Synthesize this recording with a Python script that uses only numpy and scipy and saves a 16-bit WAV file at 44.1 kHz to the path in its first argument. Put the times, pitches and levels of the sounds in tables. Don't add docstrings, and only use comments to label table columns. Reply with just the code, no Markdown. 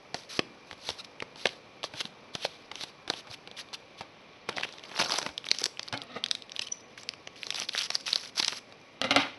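import sys
import numpy as np
from scipy import signal
from scipy.fft import rfft, irfft
from scipy.io import wavfile
from scipy.ndimage import uniform_filter1d

SR = 44100
rng = np.random.default_rng(int(sys.argv[2]) if len(sys.argv) > 2 else 0)


def to_wav(s):
    ch = np.atleast_2d(s).T
    pcm = np.round(np.clip(ch, -1, 1) * 32767)
    wavfile.write(sys.argv[1], SR, pcm.astype(np.int16))


def gain_from_decibels(decibels):
    exponent = np.asarray(decibels, float) / 20
    return 10 ** exponent


N = 413658
SUDDEN = 6000
AIR_DB, ROOM_DB = -56.5, -18
DROP_S, BLADES_DB = 9, -12.5
SQUEAL_HZ, SQUEAL_WIDTH, WOBBLE_HZ = 3900, 1900, 69

# frequency in Hz, level in dB.
AIR = [(15, -34), (25, -4.5), (229, -3.5), (363, -5), (502, -1.5), (693, -7), (1120, -10.5), (1450, -17),
       (2300, -9.5), (2830, -14.5), (6200, -24), (8060, -59), (13600, -120)]
# frequency in Hz, bandwidth in Hz, level in dB.
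FAN = [(1119, 8.4, -71), (2383, 35, -68)]
# frequency in Hz, t60 in seconds.
ROOM = [(150, 0.73), (600, 0.36), (2000, 0.27), (8000, 0.39)]
# frequency in Hz, level in dB.
MIC = [(25, -10.5), (60, -9.5), (120, 1), (5800, 2), (6800, -2.5), (7700, -1.5), (9200, -1.5),
       (10800, -1.5), (11500, -12.5), (12300, -39), (13000, -70)]
# frequency in Hz, width in Hz.
NOTCHES = [(7000, 500), (8500, 600), (10000, 600), (12000, 500)]
# frequency in Hz, level in dB, t60 in seconds.
BOX = [(111.6, -11, 0.23), (248.2, 2.5, 0.15), (513, 2, 0.059), (657, 1.5, 0.039), (748, -3, 0.45),
       (1246, 1.5, 0.022), (1410, -19, 0.045), (1885, -0.5, 0.041), (2040, -5, 0.024), (2670, -3.5, 0.031),
       (3700, -3, 0.021)]
# time in seconds, pitch factor.
PRESS = [(5.26, 1.2), (5.9, 1.11), (5.97, 1.16), (6.03, 0.98), (6.14, 0.98), (6.2, 1), (9.08, 1.024),
         (9.11, 1.13), (9.15, 1.1), (9.2, 1.19), (9.26, 1.13)]
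# frequency in Hz, level in dB.
DRAG = [(60, -43), (130, -3), (250, 7.5), (600, 12.5), (1200, 12.5), (2200, -5), (4000, -42)]
# peak time in seconds, peak in dB, rise and fall in dB per s.
PUSH = [
    (3.3, -56, .4, 3),
    (5.14, -35, 59, 145),
    (9.17, -29, 202, 160),
]
# peak time in seconds, peak in dB, rise and fall in dB per s.
SCRAPE = [(5.266, -41.5, 253, 500), (5.95, -44, 1200, 150), (6.03, -49.5, 400, 300), (6.1, -50, 895, 58),
          (6.168, -35, 700, 598), (9.02, -41, 4002, 47), (9.2, -30.5, 202, 199)]
# frequency in Hz, level in dB.
RATTLE = [(246, -8), (1295, -15), (2050, -12.5), (2830, -13.5), (3830, -15.5)]
# peak time in seconds, peak in dB, rise and fall in dB per s.
SING = [
    (6.105, -47.5, 700, 64),
    (6.165, -48, 103, 500),
    (9.041, -37, SUDDEN, 160),
    (9.2, -38.5, 102, 300),
]
# frequency in Hz, level in dB, t60 in seconds.
BLADES = [(1220, -6, .3), (2046, -5.5, 0.49), (2800, -5, 0.044), (3810, -6, 0.36)]
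# time in seconds, peak in dB, treble in dB against the knock, t60 in seconds.
KNOCKS = [(1.938, -32.5, -19, 0.028), (3.272, -40.5, 2, 0.053), (4.014, -43, -18, 0.12),
          (4.488, -35, -21, 0.32), (5.263, -36, -9, 0.059), (5.29, -35.5, -25, 0.053),
          (5.615, -34, -30, 0.026), (5.926, -28, -1, 0.12), (5.938, -24, -20, 0.056),
          (9.016, -16, 4, 0.028), (9.042, -20.5, 0, 0.099), (9.109, -15.5, 5.5, 0.059),
          (9.162, -9.5, 0.5, 0.039)]
# start in seconds, peak in dB, pitch in Hz.
THUMPS = [(0.145, -43, 243), (.392, -22.5, 340), (0.72, -48, 89), (0.899, -44, 81), (1.455, -21.5, 576),
          (1.941, -44, 128), (2.05, -41.5, 200), (2.45, -20, 564), (3.3, -44.5, 105), (4.489, -38.5, 182),
          (5.29, -48, 69.5), (5.618, -32, 444), (5.663, -34, 434), (5.93, -40, 120)]
# peak time in seconds, pitch in Hz, peak in dB.
SQUEAK = (6.724, 2970, -20)
# multiple of its pitch, level in dB.
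SQUEAK_PARTS = [(2, -0.5), (3.05, -20)]
# start in seconds, length in seconds, peak in
# dB, slip rate in Hz, wobble share.
SQUEALS = [(.86, 0.02, -43, 4080, .02), (.986, 0.029, -32.5, 1316, 0.069),
           (6.616, 0.0087, -27, 2600, 0.022), (6.62, 0.018, -40, 3160, .01),
           (6.667, 0.0095, -34.5, 3010, 0.033), (6.721, 0.0086, -42, 3100, 0.033)]
# frequency in Hz, level in dB.
HISS = [(400, -21), (1200, 0.5), (2500, 1.5), (4000, 2), (6000, 4.5), (9000, -5.5), (12000, 4)]
# time in seconds, brightest frequency in Hz.
BRIGHT = [(0, 4200), (1, 4000), (2, 3700), (2.5, 3630), (3.34, 3830), (3.6, 3830), (4.5, 3100),
          (5.65, 4480), (6.1, 2800), (6.3, 3700), (7.4, 3900), (8.3, 4170), (8.95, 4020), (9.02, 2590)]
# end in seconds, peak in dB, rise in dB per s.
SWELLS = [(.903, -34, 200), (2.015, -30.5, 299.5), (2.459, -29, 337), (2.841, -34.5, 207),
          (3.346, -37, 342), (4.995, -40.5, 200), (5.64, -45, 78), (5.892, -50.5, 111), (6.188, -50.5, 90),
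          (7.79, -28.5, 252), (7.959, -31.5, 310), (8.401, -27, 1200)]
# start in seconds, peak in dB, fall in dB per s.
SETTLES = [(0.15, -41.5, 152), (.909, -42.5, 200), (1.457, -42, 143), (1.84, -33, 600), (2.342, -42.5, 260),
           (2.462, -49.5, 62), (5.29, -51, 123), (5.655, -39, 1100), (6.735, -54.5, 100),
           (6.977, -40.5, 303), (9.03, -41, 161), (9.11, -23, 700), (9.125, -39.5, 100),
           (9.225, -36.5, 155)]
# start in seconds, length in seconds, level in dB, sag in dB.
SLIDES = [(0.295, 0.088, -40.5, -1.5), (0.664, 0.077, -58.5, -6.5), (0.98, 0.037, -44, 7),
          (1.37, 0.1, -46, 0), (2.018, 0.058, -56.5, -11.5), (2.832, 0.069, -53.5, -3),
          (3.081, 0.13, -48.5, -5), (3.569, 0.048, -40, -1.5), (3.739, 0.013, -24, 16.5),
          (3.98, 0.053, -46.5, 12), (4.48, 0.074, -52, 4), (4.562, 0.056, -44, 1), (4.63, 0.021, -33, 5),
          (4.662, 0.16, -50, 7), (4.829, 0.032, -53, -5), (4.861, 0.098, -53.5, -7), (4.95, 0.043, -43, -8),
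          (4.992, 0.035, -25, 1.5), (5.027, 0.089, -34, 9.5), (5.104, 0.092, -29.5, 5),
          (5.193, 0.11, -40, 9), (9.17, .053, -29.5, 4.5), (6.612, 0.042, -38, 8), (6.665, 0.014, -41, 1),
          (7.363, .19, -49, -0.5), (7.554, 0.1, -34.5, 6.5), (7.792, 0.08, -28, 12.5),
          (7.964, .1, -52.5, 3), (8.063, .24, -32, 15), (8.391, 0.2, -39, 0.5), (1.044, 0.0093, -42.5, 4),
          (5.542, 0.036, -41, 8), (5.594, 0.023, -36.5, -2), (5.654, 0.012, -33, 0), (5.454, .016, -43, -3),
          (5.631, .011, -38, -5), (8.347, 0.027, -51, -13), (8.375, 0.03, -29, -4), (6.32, .07, -56, 1),
          (6.546, 0.044, -51, -5), (7.653, .07, -58, 2), (7.999, 0.017, -44.5, 4)]
# time in seconds, peak in dB, pitch in Hz, body in dB against the snap.
CARD_SNAPS = [(.1444, -19.5, 3700, -2.5), (.3926, -10.5, 2810, -3.5), (.7119, -29, 2200, -6.5),
              (.7292, -33.5, 3420, 1), (.89, -16, 3640, -7), (1.203, -22, 2530, -20),
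              (1.359, -36, 3700, -3), (1.4698, -15, 3920, -9.5), (1.4912, -25.5, 2930, -27),
              (1.8315, -24, 3120, -12), (1.8406, -19.5, 3400, -3.5), (2.0542, -21.5, 3600, -12.5),
              (2.7558, -25, 3450, -11.5), (2.8103, -25.5, 3680, -9), (2.8367, -25, 4330, -5.5),
              (3.0778, -29, 3560, -1), (3.1007, -12, 3970, -6.5), (3.1374, -23.5, 3170, -8),
              (3.3133, -30, 4750, -11), (3.4748, -28.5, 2880, -8), (3.514, -29.5, 3500, -10),
              (3.7309, -31.5, 3950, -4), (4.0092, -34.5, 2850, 8), (4.4898, -32, 2150, 13.5),
              (4.4943, -22.5, 3650, -15), (4.5715, -29.5, 3280, 4), (4.6107, -25, 3600, -5),
              (1.4578, -15.5, 1540, -5), (4.528, -33, 3200, -15), (4.5985, -36.5, 3000, 7),
              (4.726, -32.5, 4600, -30), (4.738, -34, 3590, -6), (4.795, -35, 3430, -11),
              (4.854, -39, 4530, -15)]
CARD_FLAPS = [(.9036, -23.5, 3770, -7), (1.0474, -34, 3700, -28), (1.2238, -24.5, 2040, 1),
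              (1.4563, -10, 2340, -9), (2.0057, -18, 4430, -11), (2.0108, -21, 2930, -7.5),
              (2.3521, -19.5, 3420, -5), (2.451, -19.5, 3060, -2.5), (2.7159, -28.5, 3000, -1.5),
              (4.5828, -21, 1830, -7), (4.634, -17.5, 2090, -15), (4.69, -34, 3500, -6),
              (4.7841, -32, 3170, -14), (4.5665, -26.5, 4100, -8), (4.65, -31.5, 2500, 2),
              (4.838, -30, 2920, -13), (4.916, -35.5, 2200, 0.5)]
LIFT_SNAPS = [(4.9772, -24, 4030, 0), (4.9981, -17, 4110, -9), (5.0357, -31, 2860, 7),
              (5.0598, -25, 4270, -1), (5.0961, -16, 5730, -5.5), (5.1064, -31, 3170, 9.5),
              (5.121, -10.5, 4840, -11.5), (5.1862, -10.5, 6000, -8.5), (5.2165, -26, 3740, -1),
              (5.2638, -23.5, 2690, 3), (4.941, -37, 1700, -7), (5.1407, -22.5, 4340, -1.5)]
FOIL_SNAPS = [(5.3792, -16, 3450, -20.5), (5.443, -25.5, 3180, -14), (5.467, -25.5, 2460, -7.5),
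              (5.488, -18, 3800, -31), (5.5149, -4.5, 4070, -20), (5.5867, -14, 5230, -35),
              (5.6407, -7, 5570, -23), (5.6627, -17, 5010, -19), (5.7725, -30, 2760, -30),
              (5.8847, -23.5, 4540, -24), (5.9277, -20.5, 4000, -6), (5.976, -23, 4000, -21),
              (6.018, -21.5, 3660, -16), (6.2401, -12.5, 3320, -35), (6.262, -16, 3700, -37),
              (6.286, -24, 4000, -34), (6.3127, -5, 3740, -53), (6.3518, -17.5, 3900, -47),
              (6.4225, -29, 3830, -45), (6.496, -30.5, 3150, -19), (6.564, -21, 3360, -20),
              (7.034, -25.5, 5700, -14), (7.0905, -12.5, 4500, -39), (7.137, -31, 2750, -10),
              (5.454, -32, 4500, -21), (5.505, -30, 2960, -22), (5.508, -21, 4500, -30),
              (5.572, -35, 3740, -25), (6.308, -30, 4000, -30), (6.593, -21, 3820, -23),
              (6.685, -31.5, 2800, -22), (9.015, -24.5, 10900, -40), (9.162, -17, 10900, -40)]
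CUT_SNAPS = [(7.4323, -19, 2480, -40), (7.4682, -20, 4100, -14), (7.5054, -11, 3480, -41),
             (7.5247, -24, 2620, -14), (7.545, -19.5, 5000, -15), (7.5588, -24, 3810, -40),
             (7.6001, -13.5, 5940, -19), (7.6218, -18.5, 2690, -15), (7.6882, -20, 4640, -24),
             (7.7348, -23, 4100, -37), (7.75, -19.5, 1750, -8), (7.7782, -12.5, 3900, -39),
             (7.7908, -14, 4340, -41), (7.8119, -15.5, 2860, -39), (7.8332, -22, 4860, -28),
             (7.9536, -10, 4800, -22), (8.0672, -23, 3030, -29), (8.1308, -6, 4270, -24),
             (8.3707, -28.5, 4360, -6), (8.3962, -15, 3380, -29), (8.4274, -12, 3930, -14.5),
             (8.4766, -26, 3360, -17), (8.5243, -23, 3560, -6.5), (7.3588, -39, 2900, -20),
             (7.585, -27, 2990, -7), (7.7207, -44, 4020, -25), (7.862, -27, 2950, -25),
             (8.01, -29, 5430, -27), (8.0591, -28, 4410, -27), (8.2146, -37, 4380, -20),
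             (8.358, -41, 3580, -25), (8.484, -12.5, 3640, -19.5), (8.531, -29.5, 3020, 0),
             (7.547, -22, 3500, -18), (7.562, -25, 5040, -23), (7.58, -36, 4500, -22),
             (7.63, -31, 4500, -15), (7.711, -46, 4500, -25), (7.743, -27, 3500, -25),
             (7.76, -23, 3500, -25), (7.7868, -17, 4530, -30), (7.808, -32, 3500, -25),
             (7.826, -34, 4500, -25), (7.841, -26, 5000, -25), (7.932, -40, 4000, -20),
             (7.9034, -14, 3860, -18.5), (8.1587, -9, 4400, -19.5), (8.0793, -24.5, 3620, -18),
             (7.6913, -17, 3620, -31)]
CRUNCHES = [(5.002, -20.5, 4000, 2.5), (5.616, -19, 5450, -27), (5.6574, -13, 5200, -17),
            (5.7952, -17.5, 3330, -11.5), (5.831, -24.5, 5000, -35), (6.5198, -22.5, 4000, -26),
            (6.594, -14.5, 3680, -14), (6.62, -36, 2770, -23), (6.6707, -33, 3660, -19),
            (7.274, -22.5, 3040, -9), (7.6168, -23, 3000, -8), (7.6925, -20.5, 3400, -20),
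            (7.905, -14, 3900, -13.5), (8.0789, -25, 3480, -25), (8.1594, -21, 4160, -14),
            (8.2362, -32.5, 2000, -9), (8.3995, -8.5, 3700, -14), (8.4311, -18, 2840, -23),
            (8.447, -10, 3950, -34), (8.481, -8.5, 4750, -19), (8.7245, -35, 3160, -6),
            (4.962, -30, 1930, -9), (4.99, -24.5, 3540, 3), (5.014, -26, 3040, 10), (5.022, -25, 3020, 8.5),
            (5.228, -24, 3500, -2), (5.548, -25, 3680, -14), (5.879, -30, 3050, -10),
            (8.296, -42, 3000, -20), (7.918, -29, 4000, -9), (8.08, -21.5, 1770, -24)]
TICKS = [(3.688, -40, 3500, -20), (4.018, -38.5, 2500, 5.5), (4.997, -18.5, 1700, 0),
         (5.972, -33, 3500, -20), (6.023, -32, 4540, -20), (6.678, -33, 3200, -20), (.236, -38, 3800, -9),
         (6.036, -33, 10500, -20)]


def evened(x):
    return x / np.sqrt(np.mean(x ** 2) + 1e-20)


def peaked(x):
    return x / abs(x).max()


def read(points, hz):
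    f, value = np.transpose(points)
    return np.interp(np.log(hz + 1), np.log(f + 1), value)


def follow(points, t):
    return np.interp(t, *np.transpose(points))


def colour(x, points):
    return irfft(rfft(x) * gain_from_decibels(read(points, np.fft.rfftfreq(N, 1 / SR))), N)


def resonate(x, hz, width):
    turn = np.exp(2j * np.pi * np.cumsum(hz * np.ones(len(x))) / SR)
    r = np.exp(-np.pi * width / SR)
    return 2 * (turn * signal.lfilter([1 - r], [1, -r], x / turn)).real


def highpass(x, hz):
    return signal.sosfilt(signal.butter(2, hz, "high", fs=SR, output="sos"), x)


def noise():
    return rng.standard_normal(N)


def wander(size):
    return evened(uniform_filter1d(uniform_filter1d(noise(), size), size))


def add(mix, s, sound):
    part = mix[round(s * SR):][:len(sound)]
    part += sound[:len(part)]


def surges(rows, rest_db, size=16):
    t = np.arange(0, N, size) / SR
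    s, db, rise, fall = np.transpose(rows)[..., None]
    slope = np.where(t < s, rise, fall)
    level = (db - abs(slope * (t - s))).max(0)
    return np.repeat(np.maximum(level, rest_db), size)[:N]


def air():
    base = gain_from_decibels(AIR_DB + 0.32 * wander(size=3000)) * evened(colour(noise(), AIR))
    for hz, width, db in FAN:
        whistle = evened(resonate(noise(), hz, width))
        base = base + gain_from_decibels(db + 0.5 * wander(size=4000)) * whistle
    return base


def room(x):
    taps = np.zeros(SR // 2)
    at = np.arange(200, len(taps) - 20, 20)
    taps[at + rng.integers(0, 20, len(at))] = rng.choice([-1., 1.], len(at))
    hz, t, z = signal.stft(taps, SR, nperseg=256)
    decay = gain_from_decibels(-60 * t / read(ROOM, hz)[:, None])
    tail = signal.istft(z * decay, SR, nperseg=256)[1]
    return gain_from_decibels(ROOM_DB) * signal.fftconvolve(x, tail / np.linalg.norm(tail))[:N]


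def box(x, press, longest):
    ring = 0
    for hz, db, t60 in BOX:
        width = 2.74 / np.clip(t60, .01, longest)
        ring = ring + gain_from_decibels(db) * evened(resonate(x, hz * press, width))
    return resonate(ring, 1040, 4000)


def drag():
    dull = evened(colour(noise() * gain_from_decibels(2.4 * wander(size=400)), DRAG))
    hum = evened(box(noise(), follow(PRESS, np.arange(N) / SR), longest=0.21))
    sing = sum(gain_from_decibels(db) * evened(resonate(noise(), hz, 23)) for hz, db in RATTLE)
    out = dull * gain_from_decibels(surges(PUSH, rest_db=-65) - 5.5)
    out = out + hum * gain_from_decibels(surges(SCRAPE, rest_db=-68))
    return out + sing * gain_from_decibels(surges(SING, rest_db=-90))


def knocks():
    out, t = np.zeros(N), np.arange(8000) / SR
    for s, db, crack_db, t60 in KNOCKS:
        a, b = rng.standard_normal((2, len(t)))
        blow = a * gain_from_decibels(-60 * t / max(t60, .005))
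        ring = box(blow, follow(PRESS, s), longest=0.17)
        ring = ring + 1.5 * evened(resonate(blow, 1220, 810))
        crack = resonate(b * gain_from_decibels(-60 * t / max(0.11 * t60, .005)), 3900, 1450)
        crack = resonate(crack, 1400, 2200)
        if s > DROP_S:
            blades = 0
            for hz, mode_db, mode_t60 in BLADES:
                width = 1.0 / np.clip(mode_t60, .05, .16)
                blades = blades + gain_from_decibels(mode_db) * evened(resonate(blow, hz, width))
            ring = peaked(ring) + gain_from_decibels(BLADES_DB) * peaked(blades)
        add(out, s - .0005, gain_from_decibels(db) * (peaked(ring) + gain_from_decibels(crack_db) * peaked(crack)))
    return out


def thumps():
    out, t = np.zeros(N), np.arange(3000) / SR
    for s, db, hz in THUMPS:
        cycles = t * hz
        push = np.sin(2 * np.pi * cycles) * cycles * np.exp(-cycles / 0.58)
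        add(out, s, gain_from_decibels(db) * peaked(push))
    return out


def squeak():
    s, hz, db = SQUEAK
    t = np.arange(-.012, .25, 1 / SR)
    swell = np.where(t < 0, np.exp(t / 0.0026), np.exp(-t / 0.0018))
    tone = sum(gain_from_decibels(part_db) * np.sin(2 * np.pi * k * hz * t) for k, part_db in SQUEAK_PARTS)
    blades = 0.63 * evened(resonate(rng.standard_normal(len(t)), 2 * hz, 110))
    blades += np.sin(2 * np.pi * 5950 * t) + 0.62 * np.sin(2 * np.pi * 6010 * t)
    blades *= (t > 0) * gain_from_decibels(-27 - 60 * t / 0.3)
    out = np.zeros(N)
    add(out, s - .012, gain_from_decibels(db) * (swell * tone + blades))
    return out


def squeals():
    out = np.zeros(N)
    for s, length, db, hz, wobble in SQUEALS:
        t = np.arange(0, min(length, .04), 1 / SR)
        jitter = uniform_filter1d(rng.standard_normal(2000), size=40)[:len(t)]
        rate = hz * (1 - wobble * np.cos(2 * np.pi * WOBBLE_HZ * t) + 0.22 * jitter)
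        turns = np.cumsum(rate) / SR
        slips = sum(np.cos(2 * np.pi * k * turns) for k in range(1, int(11000 / hz) + 1))
        tone = resonate(slips, SQUEAL_HZ, SQUEAL_WIDTH)
        tone = resonate(tone, SQUEAL_HZ, SQUEAL_WIDTH) + 0.22 * slips
        add(out, s, gain_from_decibels(db) * peaked(tone * np.sin(np.pi * t / length) ** 0.88))
    return out


def strokes():
    rows = [(s, db, rise, SUDDEN) for s, db, rise in SWELLS]
    rows += [(s, db, SUDDEN, fall) for s, db, fall in SETTLES]
    out = surges(rows, rest_db=-64)
    for start, length, db, sag_db in SLIDES:
        part = slice(round(start * SR), round((start + length) * SR))
        out[part] = np.maximum(out[part], np.linspace(db, db - sag_db, len(out[part])))
    return out


def rub():
    t = np.arange(N) / SR
    pack = t > 4.82
    foil = pack & (t < 8.9)
    level = gain_from_decibels(strokes())
    level = np.where(pack, uniform_filter1d(level, 120), uniform_filter1d(level, 650))
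    slips = gain_from_decibels(np.minimum(rng.exponential(1, N), 3)) * (rng.random(N) < 2200 / SR)
    grain = np.where(foil, 1.2, .25) * evened(slips * noise()) + noise()
    wide = colour(grain * gain_from_decibels(np.where(foil, 2.6, 1.5) * wander(size=160)), HISS)
    bright_hz = follow(BRIGHT, t)
    bend = np.where(foil, .25, .12) * np.clip(wander(size=300), -3, 3)
    bent_hz = bright_hz * (1 + bend)
    open_edge = (bright_hz / 3600) ** 5.8
    hiss = open_edge * wide + 2.33 * resonate(resonate(wide, bent_hz, 1870), bent_hz, 1800)
    return hiss / np.sqrt(uniform_filter1d(hiss ** 2, 6000)) * level


def snaps(rows, ring, low_hz, sharpness, body_hz, body_t60, tail_db, fizz):
    out, t = np.zeros(N), np.arange(2600) / SR - .003
    after = np.maximum(t, 0)
    single = ring < .006
    tick = 0.74 * single * np.cos(2 * np.pi * 10400 * t) * np.exp(-(t / .00007) ** 2)
    width = np.where(t < 0, .045, .05) * max(ring, .003)
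    envelope = gain_from_decibels(-np.minimum((t / width) ** 2, 200))
    flutter = (t > 0) * gain_from_decibels(tail_db - 60 * after / 0.017)
    onset = (t < 0) * gain_from_decibels(-15.5 - 60 * abs(t) / 0.0056)
    slap_envelope = np.clip((t + 0.0012) / 0.0014, 0, 1) * gain_from_decibels(-60 * after / body_t60)
    for s, db, hz, body_db in rows:
        a, b = rng.standard_normal((2, len(t)))
        crisp = single * np.cos(2 * np.pi * hz * t)
        burst = 0.64 * crisp * envelope + a * (0.83 * envelope + flutter + onset)
        bright = resonate(resonate(burst, hz, hz / sharpness), hz, hz / sharpness)
        bright = highpass(bright, 0.46 * hz)
        edge = 0.63 * peaked(np.diff(burst, n=2, prepend=[0, 0])) + tick
        bright = peaked(bright + fizz * (hz / 3800) ** .5 * abs(bright).max() * edge)
        slap = resonate(b * slap_envelope, body_hz, 1.09 * body_hz)
        add(out, s - .003, gain_from_decibels(db) * (bright + gain_from_decibels(body_db) * peaked(slap)))
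    return highpass(out, low_hz)


def scene():
    card = dict(sharpness=1.0, body_hz=522, body_t60=0.024, tail_db=-7.5, fizz=0.45, low_hz=30)
    foil = dict(sharpness=0.89, body_hz=760, body_t60=0.018, tail_db=-13.0, fizz=0.66, low_hz=120)
    far = air() + drag()
    near = knocks() + thumps() + squeak() + squeals() + rub()
    cards = snaps(CARD_SNAPS, ring=0.0031, **card) + snaps(CARD_FLAPS, ring=0.01, **card)
    pack = snaps(LIFT_SNAPS + FOIL_SNAPS + CUT_SNAPS, ring=0.0033, **foil)
    pack = pack + snaps(CRUNCHES, ring=0.0071, **foil) + snaps(TICKS, ring=0.0035, **foil)
    near = near + cards + pack
    return (near + room(near) + far)[None]


def low_pass(x):
    return signal.sosfilt(signal.butter(12, 12800, fs=SR, output="sos"), x)


def record(dry):
    hz = np.linspace(0, SR / 2, 2049)
    gain = gain_from_decibels(read(MIC, hz))
    for zero_hz, width in NOTCHES:
        gain = gain * np.tanh(abs(hz - zero_hz) / width)
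    taps = np.roll(irfft(gain), 2048) * np.hanning(4096)
    return low_pass(signal.oaconvolve(dry, taps[None], "same"))


dry = scene()
out = record(dry)
to_wav(out)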